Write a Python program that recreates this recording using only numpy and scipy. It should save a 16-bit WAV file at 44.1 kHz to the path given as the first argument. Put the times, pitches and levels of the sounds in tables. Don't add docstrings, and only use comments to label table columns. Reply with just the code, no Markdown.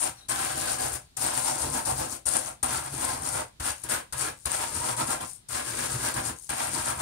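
import sys
import numpy as np
from scipy import signal
from scipy.fft import rfft, irfft
from scipy.io import wavfile
from scipy.ndimage import uniform_filter1d

SR = 44100
rng = np.random.default_rng(int(sys.argv[2]) if len(sys.argv) > 2 else 0)


def file_out(sig):
    cols = np.atleast_2d(sig).T
    lim = np.clip(cols, -1, 1)
    pcm = np.round(lim * 32767).astype(np.int16)
    wavfile.write(sys.argv[1], SR, pcm)


def boost(x):
    u = np.asarray(x, float) / 20
    return 10 ** u


N = 309141
T = np.arange(N) / SR

# middle_s, length_s, grit_db, pressure_db (table
STROKES = [(0.039, 0.12, -35.5, -6), (0.053, 0.083, -34, -10), (0.174, 0.13, -57.5, -8),
           (0.304, 0.043, -30.5, -6.5), (0.422, 0.28, -33.5, -4.5), (0.6, 0.11, -34, -29.8),
           (0.632, 0.15, -36, -3), (0.712, 0.13, -32, -9), (0.814, 0.23, -32.5, -7.5),
           (0.94, 0.062, -34, -10.5), (1.258, 0.13, -29, -6), (1.367, 0.079, -29, -6),
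           (1.488, 0.15, -29.5, -5.5), (1.587, 0.097, -48.5, 6.5), (1.626, 0.081, -31, -8),
           (1.72, 0.27, -35.5, -6), (1.763, 0.078, -31.5, -1.5), (1.895, 0.1, -31.5, -1.1),
           (2.015, 0.11, -32, -3), (2.128, 0.085, -36, -7.5), (2.273, 0.079, -32.5, -4.5),
           (2.349, 0.14, -32, -3.5), (2.467, 0.097, -40, -2), (2.742, 0.15, -33, -4),
           (2.859, 0.064, -40, -3), (2.949, 0.09, -37, -8), (3.024, 0.1, -36.5, -2.5),
           (3.098, 0.19, -36.5, -1.5), (3.267, 0.1, -34.5, -5), (3.366, 0.11, -35, -0.2),
           (3.678, 0.092, -30.5, -9.5), (3.799, 0.38, -51.5, -18), (3.918, 0.11, -30, -7),
                (3.972, 0.088, -51.5, 4.5), (4.203, 0.066, -31.5, -10), (4.245, 0.11, -33, -5.5),
                (4.443, 0.17, -54, -41), (4.537, 0.097, -33, -8.5), (4.61, 0.073, -39.5, -1.5),
                (4.656, 0.23, -38, -7.5), (4.773, 0.11, -34, -6.5), (4.883, 0.12, -32.5, -1),
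                (5.005, 0.091, -33, 1.5), (5.113, 0.096, -33, 0.5), (5.204, 0.085, -49, 6.5),
                (5.22, 0.062, -43, -4.5), (5.287, 0.14, -43.5, -29), (5.557, 0.13, -33.5, -6),
                (5.7, 0.13, -34.5, -9.5), (5.813, 0.13, -33, -7), (5.932, 0.087, -32, -10),
                (6.053, 0.15, -31.5, -6.5), (6.169, 0.091, -32.5, -4), (6.272, 0.088, -33, -7),
                (6.43, 0.15, -48.5, -32), (6.54, 0.64, -42.5, -6), (6.628, 0.17, -35.5, -6.5),
                (6.767, 0.13, -34, -7.5), (6.884, 0.1, -33.5, -1.5), (7.04, 0.13, -35, 0.5)]
# start_s, crystal_bite_db, thump_peak_db
LANDINGS = [(0.284, -44, -44), (0.784, -43.5, -64), (1.167, -29, -49), (1.851, -30, -57), (2.255, -46, -44),
            (2.628, -24.5, -35), (3.598, -31, -30.5), (3.835, -35.5, -41), (3.887, -46, -60),
            (4.124, -30.5, -45), (4.454, -26.5, -31), (4.963, -41, -62), (5.205, -42, -49),
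            (5.485, -38.5, -51), (5.858, -33, -60), (6.138, -30.5, -71), (6.491, -28.5, -37)]
# time_s, thud_db (over the pressure)
ARM_WEIGHT = [(0, -3), (.4, -9), (.57, -1.5), (.75, -5.5), (.9, 1.5), (1.3, -7), (1.68, -3.5), (2.3, -7),
              (2.64, -4.5), (3.3, -4), (3.62, -2), (3.95, -5.5), (4.47, -1), (4.62, -6), (4.78, -6),
              (5.6, -5.5), (5.95, -1), (6.6, -8)]
# middle_s, length_s, extra_thud_db, extra_low_ring_db
SHOVES = [(0.085, 0.095, 3.5, 4), (0.568, 0.06, 5, 10), (1.683, 0.16, 7, 6.5), (1.955, 0.15, 7, 0),
          (2.143, 0.16, 1, 4), (2.942, 0.14, 8.5, 12), (3.23, 0.11, 6, 7.5), (3.837, 0.049, 2, 13),
          (4.148, 0.14, 1, -12), (4.772, 0.15, 12, 6), (5.253, .1, 2, 2), (5.957, 0.16, 8.5, 3.5),
          (6.209, 0.092, 8, 3.5), (6.368, 0.18, 10, 15.5), (6.75, 0.25, 9, 7), (6.972, 0.12, 10, -1)]
# time_s, bare_paper_rasp_db, ring_tilt_db_per_octave, middle_modes_db
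CHALK_PLACE = [(0, 1.5, 3, 8), (.35, 2.5, -1, -16), (.9, -0.5, 1, -6), (1.45, -2, -6, -0.5),
               (1.9, -6.5, -4, -2), (2.2, -3.5, -9, -11), (2.5, -2, -1, -2), (2.9, 0, 3.5, 4),
               (3.35, -4.5, 1.5, -1), (3.7, 3.5, 4, 3), (4.2, 0.5, 5.5, 0.5), (4.6, 3, 5.5, 6),
               (5.05, -5.5, -3, -1), (5.55, 2.5, 5, -5), (5.9, 1.5, 5, 2), (6.2, -2.5, 1, -1.5),
               (6.6, 4, 5.5, 7.5), (7, -2, 3, -1)]
# time_s, bottom_modes_db, lower_modes_db, upper_ridge_db
HAND_DAMPING = [(0, -6, 4, -6), (.35, -6, 0, 8.5), (.8, 3.5, 4, 5.5), (1.2, -5, -1.5, 3.5),
                (1.55, -4, 0, 2), (2.0, -4.5, -1, 4), (2.3, -4.5, -3.5, 5.5), (2.8, -6, 2.5, -0.5),
                (3.35, -3, -3, -4), (3.7, 1.5, 0, 4.5), (4.2, 3.5, -5, 1), (4.5, 1.5, 1.5, 0),
                (5.0, -7.5, -5.5, -2), (5.3, -8, -1, 3), (5.7, 7, -2.5, 3), (6.2, -1, -2.5, 2.5),
                (6.55, -4, 7.5, 2), (7, -5, -6, 0)]
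# time_s, port_crystals_db (extra from the crystals that ring the port)
SALT_DEPTH = [(0, 7), (.12, -4.5), (.3, -0.5), (.9, -1.5), (1.5, -1.5), (2, -0.5), (2.3, 3.5), (2.6, 1),
              (3.1, 2), (3.7, -1), (3.95, -0.5), (4.6, 0.5), (5.1, 1.5), (5.6, 0), (6.2, -2.5), (7, 2)]

PORT_HZ = 9000
# pitch_hz, pressure_share (0-1)
CRYSTAL_SORTS = [(4360, 0.43), (6460, 0.017), (PORT_HZ, 0), (14400, 0)]
# freq_hz, level_db (per Hz)
GRIT_LEFT = [(2500, -47), (3800, -17), (4500, -9), (5400, -9.5), (7300, -7.5), (8200, -4.5), (8900, -1),
             (9800, -3), (10800, -8), (12500, -15), (14500, -25), (17000, -16)]
# freq_hz, level_db (per Hz)
GRIT_RIGHT = [(2500, -51), (3800, -11.5), (4500, -14), (5200, -15.5), (7500, -17.5), (8800, -19.5),
              (9600, -20.5), (11000, -26), (13000, -30), (17000, -26)]
# freq_hz, level_db (per Hz)
PAPER_RASP = [(500, -29.5), (1200, 5.5), (1720, 0), (1860, 1.5), (2100, 2), (3400, 0.5), (4200, -1),
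              (6000, -13)]
# start_s, peak_db, pitch_hz
CRACKS = [(0.0286, -11, 8850), (0.3096, -22, 8800), (0.718, -15.5, 9340), (0.819, -18, 8900),
          (1.2135, -17, 9090), (1.3767, -12, 8900), (1.7015, -23, 8850), (1.8567, -17, 9400),
          (1.98, -22, 8850), (2.1241, -24, 9300), (2.2603, -19, 9450), (2.2674, -16, 9200),
          (2.2882, -12, 9200), (2.3676, -9, 9300), (2.6294, -19, 8850), (2.8629, -25, 9150),
          (3.0101, -28, 9000), (3.6645, -18, 9560), (3.839, -20, 9900), (3.898, -22, 8770),
          (4.4578, -13.5, 9530), (4.4987, -32, 8500), (4.5175, -13, 8640), (4.8464, -30, 9410),
          (4.9886, -20, 8750), (5.079, -28, 9700), (5.2091, -30, 8950), (5.5542, -18.5, 8100),
          (5.7517, -23, 8500), (6.2527, -20, 8540), (6.6722, -21, 9500)]
# start_s, peak_db, pitch_hz
SPLITS = [(0.0404, -13, 9360), (0.064, -18, 8900), (0.3007, -23, 8900), (0.3194, -26, 8300),
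          (0.4479, -19, 8640), (0.5317, -23, 9000), (0.7836, -20, 8630), (1.2486, -18, 8750),
          (1.2634, -17, 8700), (1.4471, -16, 8900), (1.7315, -30, 9000), (1.9121, -21, 8840),
          (2.0966, -25, 9040), (2.2824, -12, 9350), (2.3366, -13, 9210), (2.634, -11, 9060),
          (2.6436, -16, 8800), (2.6514, -32, 8780), (2.66, -14, 8800), (2.6694, -24, 8900),
          (2.7057, -22, 8720), (2.9941, -25, 8600), (3.1318, -23, 9550), (3.2211, -21, 9000),
          (3.6446, -30, 8500), (3.6764, -15, 9700), (3.7174, -24, 9000), (3.9214, -14.5, 8850),
          (4.1714, -33, 8900), (4.1879, -23, 9400), (4.9671, -23, 8900), (5.4894, -29, 8600),
          (5.7897, -23, 8550), (5.8584, -20, 9000), (6.1409, -27, 8600), (6.4931, -37, 8900),
          (6.5365, -22, 9000), (6.6149, -23, 8500)]
# start_s, peak_db, pitch_hz
CRUSHES = [(0.5651, -30, 6770), (1.212, -29, 5260), (1.734, -28, 6030), (1.9904, -29, 6840),
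           (2.0961, -29, 6310), (2.125, -24, 7090), (2.4606, -26.5, 6130), (3.2321, -33, 5760),
           (3.252, -26, 6900), (3.898, -31, 6980), (4.5171, -33, 6810), (4.9661, -40, 6910),
           (5.0789, -33, 5020), (5.209, -33, 3290), (6.2612, -23, 7030)]
# start_s, peak_db, pitch_hz
SKIPS = [(3.4834, -42, 8680), (4.3765, -42, 8630), (4.3894, -38, 8800), (4.4004, -43, 9100),
         (5.2224, -32, 8790), (5.2484, -29, 9590), (5.3084, -33, 9500), (5.3434, -38, 9330),
         (5.3624, -41, 8840), (6.4144, -42, 8810), (6.4364, -40, 8760), (6.4544, -42, 9160),
         (6.4624, -38, 9240)]
# freq_hz, level_db
SKIP_TONE = [(2500, -30), (5000, -8), (9000, -2), (12000, -5), (15000, -10)]
# start_s, peak_db, pitch_hz
TRICKLE = [
    (3.7614, -41, 8900),
    (3.7804, -34, 9400),
    (3.7993, -35, 9100),
    (3.818, -36, 9300),
    (6.3649, -35, 8300),
    (6.3864, -30, 8170),
    (6.3974, -30, 8700),
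    (6.4064, -50, 9450),
    (6.4264, -54, 9140),
    (6.4453, -30, 10200),
]
# freq_hz, level_db
TICK_TONE = [(4500, -26), (5900, -19), (6400, 5), (7600, -16), (8900, -8), (10500, -3), (15000, -28)]
# start_s, length_s, level_db, from_hz, to_hz
SQUEAKS = [
    (.158, .062, -51, 5760, 5790),
    (.15, .08, -55, 4450, 4150),
    (.17, .1, -58, 3950, 3850),
    (.19, .05, -63, 11000, 9300),
    (.245, .04, -62, 10900, 9200),
    (1.04, .07, -64, 4600, 4400),
]

# pitch_hz, width_hz, left_db, right_db, right_phase_turns (against left)
RING_MODES = [(218, 54, -20, -33, 0.15), (250.8, 17, -3, -1, 0.03), (311.3, 42.6, -2.5, -2, 0.088),
              (374.3, 22, -11, -5.5, -0.11), (450, 62, -35, -5, -0.24), (520.7, 25, 1.5, 1, 0.47),
              (574, 44, 0.5, -0.5, 0.46), (617.5, 19.4, -4.5, -1, 0.11), (688, 26, -0.5, 4, 0.38),
              (768, 27, 4.5, 6, -0.37), (828, 32, 3, 4.5, 0.37), (886.6, 30, -3, -1, 0.019),
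              (945, 42, -6, 3.5, -0.27), (1045, 40, 3, 0, 0.27), (1147.5, 40, 1, -5.5, -0.41),
              (1286, 23, -8.5, -0.5, -0.16), (1383, 47, -5, -2, 0.016), (1538, 30, -5.5, -2, 0.21),
              (1646, 55, -7, -7, 0.03), (1800, 81, -14, -13.5, 0.11), (2014, 56, -17, -8.5, 0.22),
              (2370, 43, -32, -10, 0.5)]
# pitch_hz, width_hz, left_db, right_db, right_phase_turns
THUD_MODES = [(65, 24, -9.5, -13, 0.01), (75, 13, -8.5, -8.5, 0.0092), (117.1, 7.8, -2.5, -2, 0.01),
              (138, 6.4, -5, -5, 0.01)]

# freq_hz, level_db
ROOM_COLOUR = [(120, -32.5), (380, -2), (1000, -4.5), (1900, -1.5), (2700, 0.5), (4200, -6), (6000, -4.5),
               (9000, -5), (14000, -7)]
# freq_hz, level_db (per Hz)
HUSH_COLOUR = [(18, -3), (30, 12.5), (165, 2.5), (569, -14), (2010, -18), (2750, -17.5), (3770, -13),
               (6050, -20), (9220, -18.5), (16000, -32)]

RIGHT_LAG = -26
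HAND_STEP = 8
TOUCH_S, TABLE_TOUCH_S = 0.0041, 0.016
TABLE_LAG_S = 0.0089
BITE_S, BITE_TABLE_S, BITE_TABLE_DB = 0.0087, 0.028, -10.5
RASP_DB, RASP_SHARE = -7, 0.74
ROCK_S, ROCK_SHARE = 0.0071, 0.61
BOTTOM_HZ, BOTTOM_OCT, LOWER_HZ, LOWER_OCT = 413, 0.38, 775, 0.16
MIDDLE_HZ, MIDDLE_OCT, RIDGE_HZ, RIDGE_OCT = 948, 0.085, 1607, 0.082
TILT_HZ, LOW_HZ = 915, 470

SHOVE_DB = sum(np.outer(db, np.exp(-8 * ((T - s) / length) ** 2)) for s, length, *db in SHOVES)
PLACE_DB = [np.interp(T, np.transpose(CHALK_PLACE)[0], c) for c in np.transpose(CHALK_PLACE)[2:]]
DAMPING_DB = [np.interp(T, np.transpose(HAND_DAMPING)[0], c) for c in np.transpose(HAND_DAMPING)[1:]]


def scrubbing():
    grit_db, rasp_db, ring_db, thud_db = hand_levels()
    clumps_db = 0.17 * walk(200) + 0.47 * walk(40)
    coarse = crunch(2500, 1.06, clumps_db + 1.16 * walk(90))
    hiss = in_band(grit(clumps_db, np.clip(rasp_db + 3, -20, 6)), grit_db)
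    rasp = two_ears(coarse, PAPER_RASP, PAPER_RASP, shared=0.28)
    rasp = in_band(rasp, grit_db + rasp_db + 1.5)
    ring = plate(lambda: coarse * rng.standard_normal(N), RING_MODES, wander_db=1.74,
                 favour=nodes, drift=0.008)
    ring = in_band(ring, grit_db + ring_db + 0.83)
    thud = in_band(plate(lambda: rng.standard_normal(N), THUD_MODES, wander_db=1.4), thud_db)
    return hiss + rasp + ring + thud


def hand_levels():
    lands = np.array(LANDINGS)[:, 0]
    t = T[::HAND_STEP]
    speed, press = np.full((2, len(t)), 1e-9)

    for middle, length, db, table_db in STROKES:
        last_landing = np.max(lands[lands < middle], initial=-1)
        since = np.maximum(t - last_landing, 0)

        def bell(lag, touch):
            return np.minimum(since / touch, 1) * np.exp(-8 * ((t - middle - lag) / length) ** 2)

        speed += boost(db) ** 2 * bell(0, TOUCH_S)
        press += boost(db + table_db) ** 2 * bell(TABLE_LAG_S, TABLE_TOUCH_S)

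    for s, db, _ in LANDINGS:
        since = np.maximum(t - s, 0)
        grip, load = np.minimum(since / TOUCH_S, 1), np.minimum(since / TABLE_TOUCH_S, 1)
        speed += grip * boost(db) ** 2 * np.exp(-since / BITE_S)
        press += load * boost(db + BITE_TABLE_DB) ** 2 * np.exp(-since / BITE_TABLE_S)

    speed, press = np.interp(T, t, speed), np.interp(T, t, press)
    grit_db = 10 * np.log10(speed)
    ring_db = 10 * np.log10(press) - grit_db
    rasp_db = RASP_DB + RASP_SHARE * ring_db + np.interp(T, *np.transpose(CHALK_PLACE)[:2])
    rock_db = 10 * np.log10(np.abs(uniform_filter1d(press, int(ROCK_S * SR))))
    thud_db = -41 + ROCK_SHARE * (rock_db + 38.0)
    thud_db = thud_db + np.interp(T, *np.transpose(ARM_WEIGHT)) + SHOVE_DB[0]
    return grit_db, rasp_db, ring_db, thud_db


def grit(clumps_db, pressure_db, overlap_db=-20):
    out = 0
    for pitch_hz, share in CRYSTAL_SORTS:
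        own_db = clumps_db + 1.5 * walk(150) + 0.76 * walk(12) + share * pressure_db
        if pitch_hz == PORT_HZ:
            own_db = own_db + np.interp(T, *np.transpose(SALT_DEPTH))
        force = crunch(1800, 1.9, own_db)

        def around_pitch(ear):
            return [(f, db + overlap_db * min(abs(np.log2(f / pitch_hz)), 2)) for f, db in ear]

        out = out + two_ears(force, around_pitch(GRIT_LEFT), around_pitch(GRIT_RIGHT), shared=0.063)
    return out


def crunch(per_s, spread_db, clumps_db, crumble_s=0.00049):
    breaks = rng.random(N) < per_s / SR
    size_db = spread_db * np.minimum(rng.exponential(size=N), 3.5)
    power = breaks * boost(size_db + clumps_db) ** 2
    return np.sqrt(signal.lfilter([1], [1, -np.exp(-1 / (crumble_s * SR))], power))


def two_ears(force, left, right, shared):
    both, own = force * rng.standard_normal((2, N))
    shared = np.clip(shared, 0, 1)
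    far = np.roll(shared * both + np.sqrt(1 - shared ** 2) * own, RIGHT_LAG)
    return np.array([colour(both, left), colour(far, right)])


def plate(push, modes, wander_db, favour=lambda hz: 0, drift=0.):
    out = np.zeros((2, N))
    for hz, width, left_db, right_db, turns in modes:
        pole = np.exp((2j * np.pi * hz - np.pi * width) / SR)
        share = boost(wander_db * walk(16) + favour(hz))
        z = signal.lfilter([width], [1, -pole], push() * share)
        z = z * np.exp(2j * np.pi * np.cumsum(drift * hz * walk(5)) / SR)
        right = z * np.exp(2j * np.pi * turns)
        out += [boost(left_db) * z.real, boost(right_db) * right.real]
    return out


def nodes(hz):
    tilt_db, middle_db = PLACE_DB
    bottom_db, lower_db, ridge_db = DAMPING_DB

    def group(centre_hz, octaves):
        return np.exp(-(np.log2(hz / centre_hz) / octaves) ** 2)

    db = group(MIDDLE_HZ, MIDDLE_OCT) * middle_db + group(LOWER_HZ, LOWER_OCT) * lower_db
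    db = db + group(RIDGE_HZ, RIDGE_OCT) * ridge_db + group(BOTTOM_HZ, BOTTOM_OCT) * bottom_db
    db = db + tilt_db * np.log2(max(hz, TILT_HZ) / TILT_HZ)
    return db + (SHOVE_DB[1] if hz < LOW_HZ else 0)


def cracks(events, tone, ring_s, snap_db, gain_db, right_db=-20):
    bursts, snaps, t = np.zeros(N + 512), np.zeros(N), np.arange(512) / SR
    swell = np.e * t / ring_s * np.exp(-t / ring_s)
    for s, db, hz in events:
        i = int(s * SR)
        bursts[i:i + 512] += boost(db) * swell * np.sin(2 * np.pi * hz * t)
        snaps[i] = boost(db + snap_db)
    left = boost(gain_db) * (bursts[:N] + colour(snaps, tone))
    return np.array([left, boost(right_db) * np.roll(left, RIGHT_LAG)])


def single_crystals():
    out = cracks(CRACKS, GRIT_LEFT, ring_s=0.0005, snap_db=-17, gain_db=3)
    out += cracks(SPLITS, GRIT_LEFT, ring_s=0.00088, snap_db=-12, gain_db=0.0)
    out += cracks(TRICKLE, TICK_TONE, ring_s=0.0011, snap_db=26, gain_db=-4.5)
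    out += cracks(CRUSHES, PAPER_RASP, ring_s=0.00059, snap_db=-6, gain_db=1.5, right_db=-16)
    out += cracks(SKIPS, SKIP_TONE, ring_s=0.0002, snap_db=12, gain_db=4.0, right_db=-12)
    return out


def landings(push_s=0.01):
    hits = np.zeros(N)
    for s, _, db in LANDINGS:
        hits[int(s * SR)] = boost(db)
    push = np.convolve(hits, np.hanning(int(push_s * SR)))[:N]
    thump = plate(lambda: push, THUD_MODES, wander_db=0.5)
    return thump * np.max(hits) / np.max(np.abs(thump)) * boost(-0.5)


def squeaks(waver=0.002, right_db=-11):
    out, shake = np.zeros(N), walk(150)
    for s, length, db, from_hz, to_hz in SQUEAKS:
        n, i = int(length * SR), int(s * SR)
        rough = 10 if from_hz < 5000 else 1
        hz = np.linspace(from_hz, to_hz, n) * (1 + rough * waver * shake[i:i + n])
        flutter = boost(db + rough / 2 * shake[::-1][i:i + n])
        out[i:i + n] += flutter * np.sqrt(np.hanning(n)) * np.sin(2 * np.pi * np.cumsum(hz) / SR)
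    return np.array([out, boost(right_db) * np.roll(out, RIGHT_LAG)])


def room(x, t60_s=0.22, room_db=-8):
    t = T[:SR // 2]
    tails = rng.standard_normal((2, len(t))) * boost(-60 * t / t60_s) * (t > .004)
    out = []
    for dry_ear, tail in zip(x, tails):
        tail = colour(tail, ROOM_COLOUR)
        tail = tail * boost(room_db) / np.linalg.norm(tail)
        out.append(signal.fftconvolve(dry_ear, tail)[:N])
    return np.array(out)


def hush():
    mid, side = (colour(rng.standard_normal(N), HUSH_COLOUR) for _ in range(2))
    side = colour(side, [(150, -11.0), (500, 2.0)])
    return level(mid + side * np.array([[1], [-1]]), -59)


def level(x, db=0):
    return x * boost(db) / np.sqrt(np.mean(x ** 2))


def in_band(x, db):
    return x / np.sqrt(np.mean(x.mean(axis=0) ** 2)) * boost(db)


def colour(x, points, size=8192):
    hz, db = np.transpose(points)
    bins_hz = np.arange(size // 2 + 1) * SR / size
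    cep = irfft(np.interp(np.log(bins_hz + 1), np.log(hz), np.log(boost(db))))
    cep[1:size // 2] *= 2
    response = irfft(np.exp(rfft(cep[:size // 2 + 1], size)))[:size // 2]
    return signal.fftconvolve(x, response)[:x.shape[-1]]


def walk(rate):
    k = int(SR / rate)
    held = np.repeat(rng.standard_normal(N // k + 1), k)
    return np.sqrt(2) * uniform_filter1d(uniform_filter1d(held, k), k)[:N]


def scene():
    near = scrubbing() + single_crystals() + landings() + squeaks()
    return near + room(near) + hush()


def band_limit(x):
    return signal.sosfilt(signal.butter(12, 16500, fs=SR, output="sos"), x)


def record(dry):
    no_bass = signal.butter(2, 46, "high", fs=SR, output="sos")
    no_top = signal.ellip(12, .3, 45, 15720, fs=SR, output="sos")
    mix = signal.sosfilt(no_top, signal.sosfilt(no_bass, dry))
    return band_limit(mix)


dry = scene()
out = record(dry)
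file_out(out)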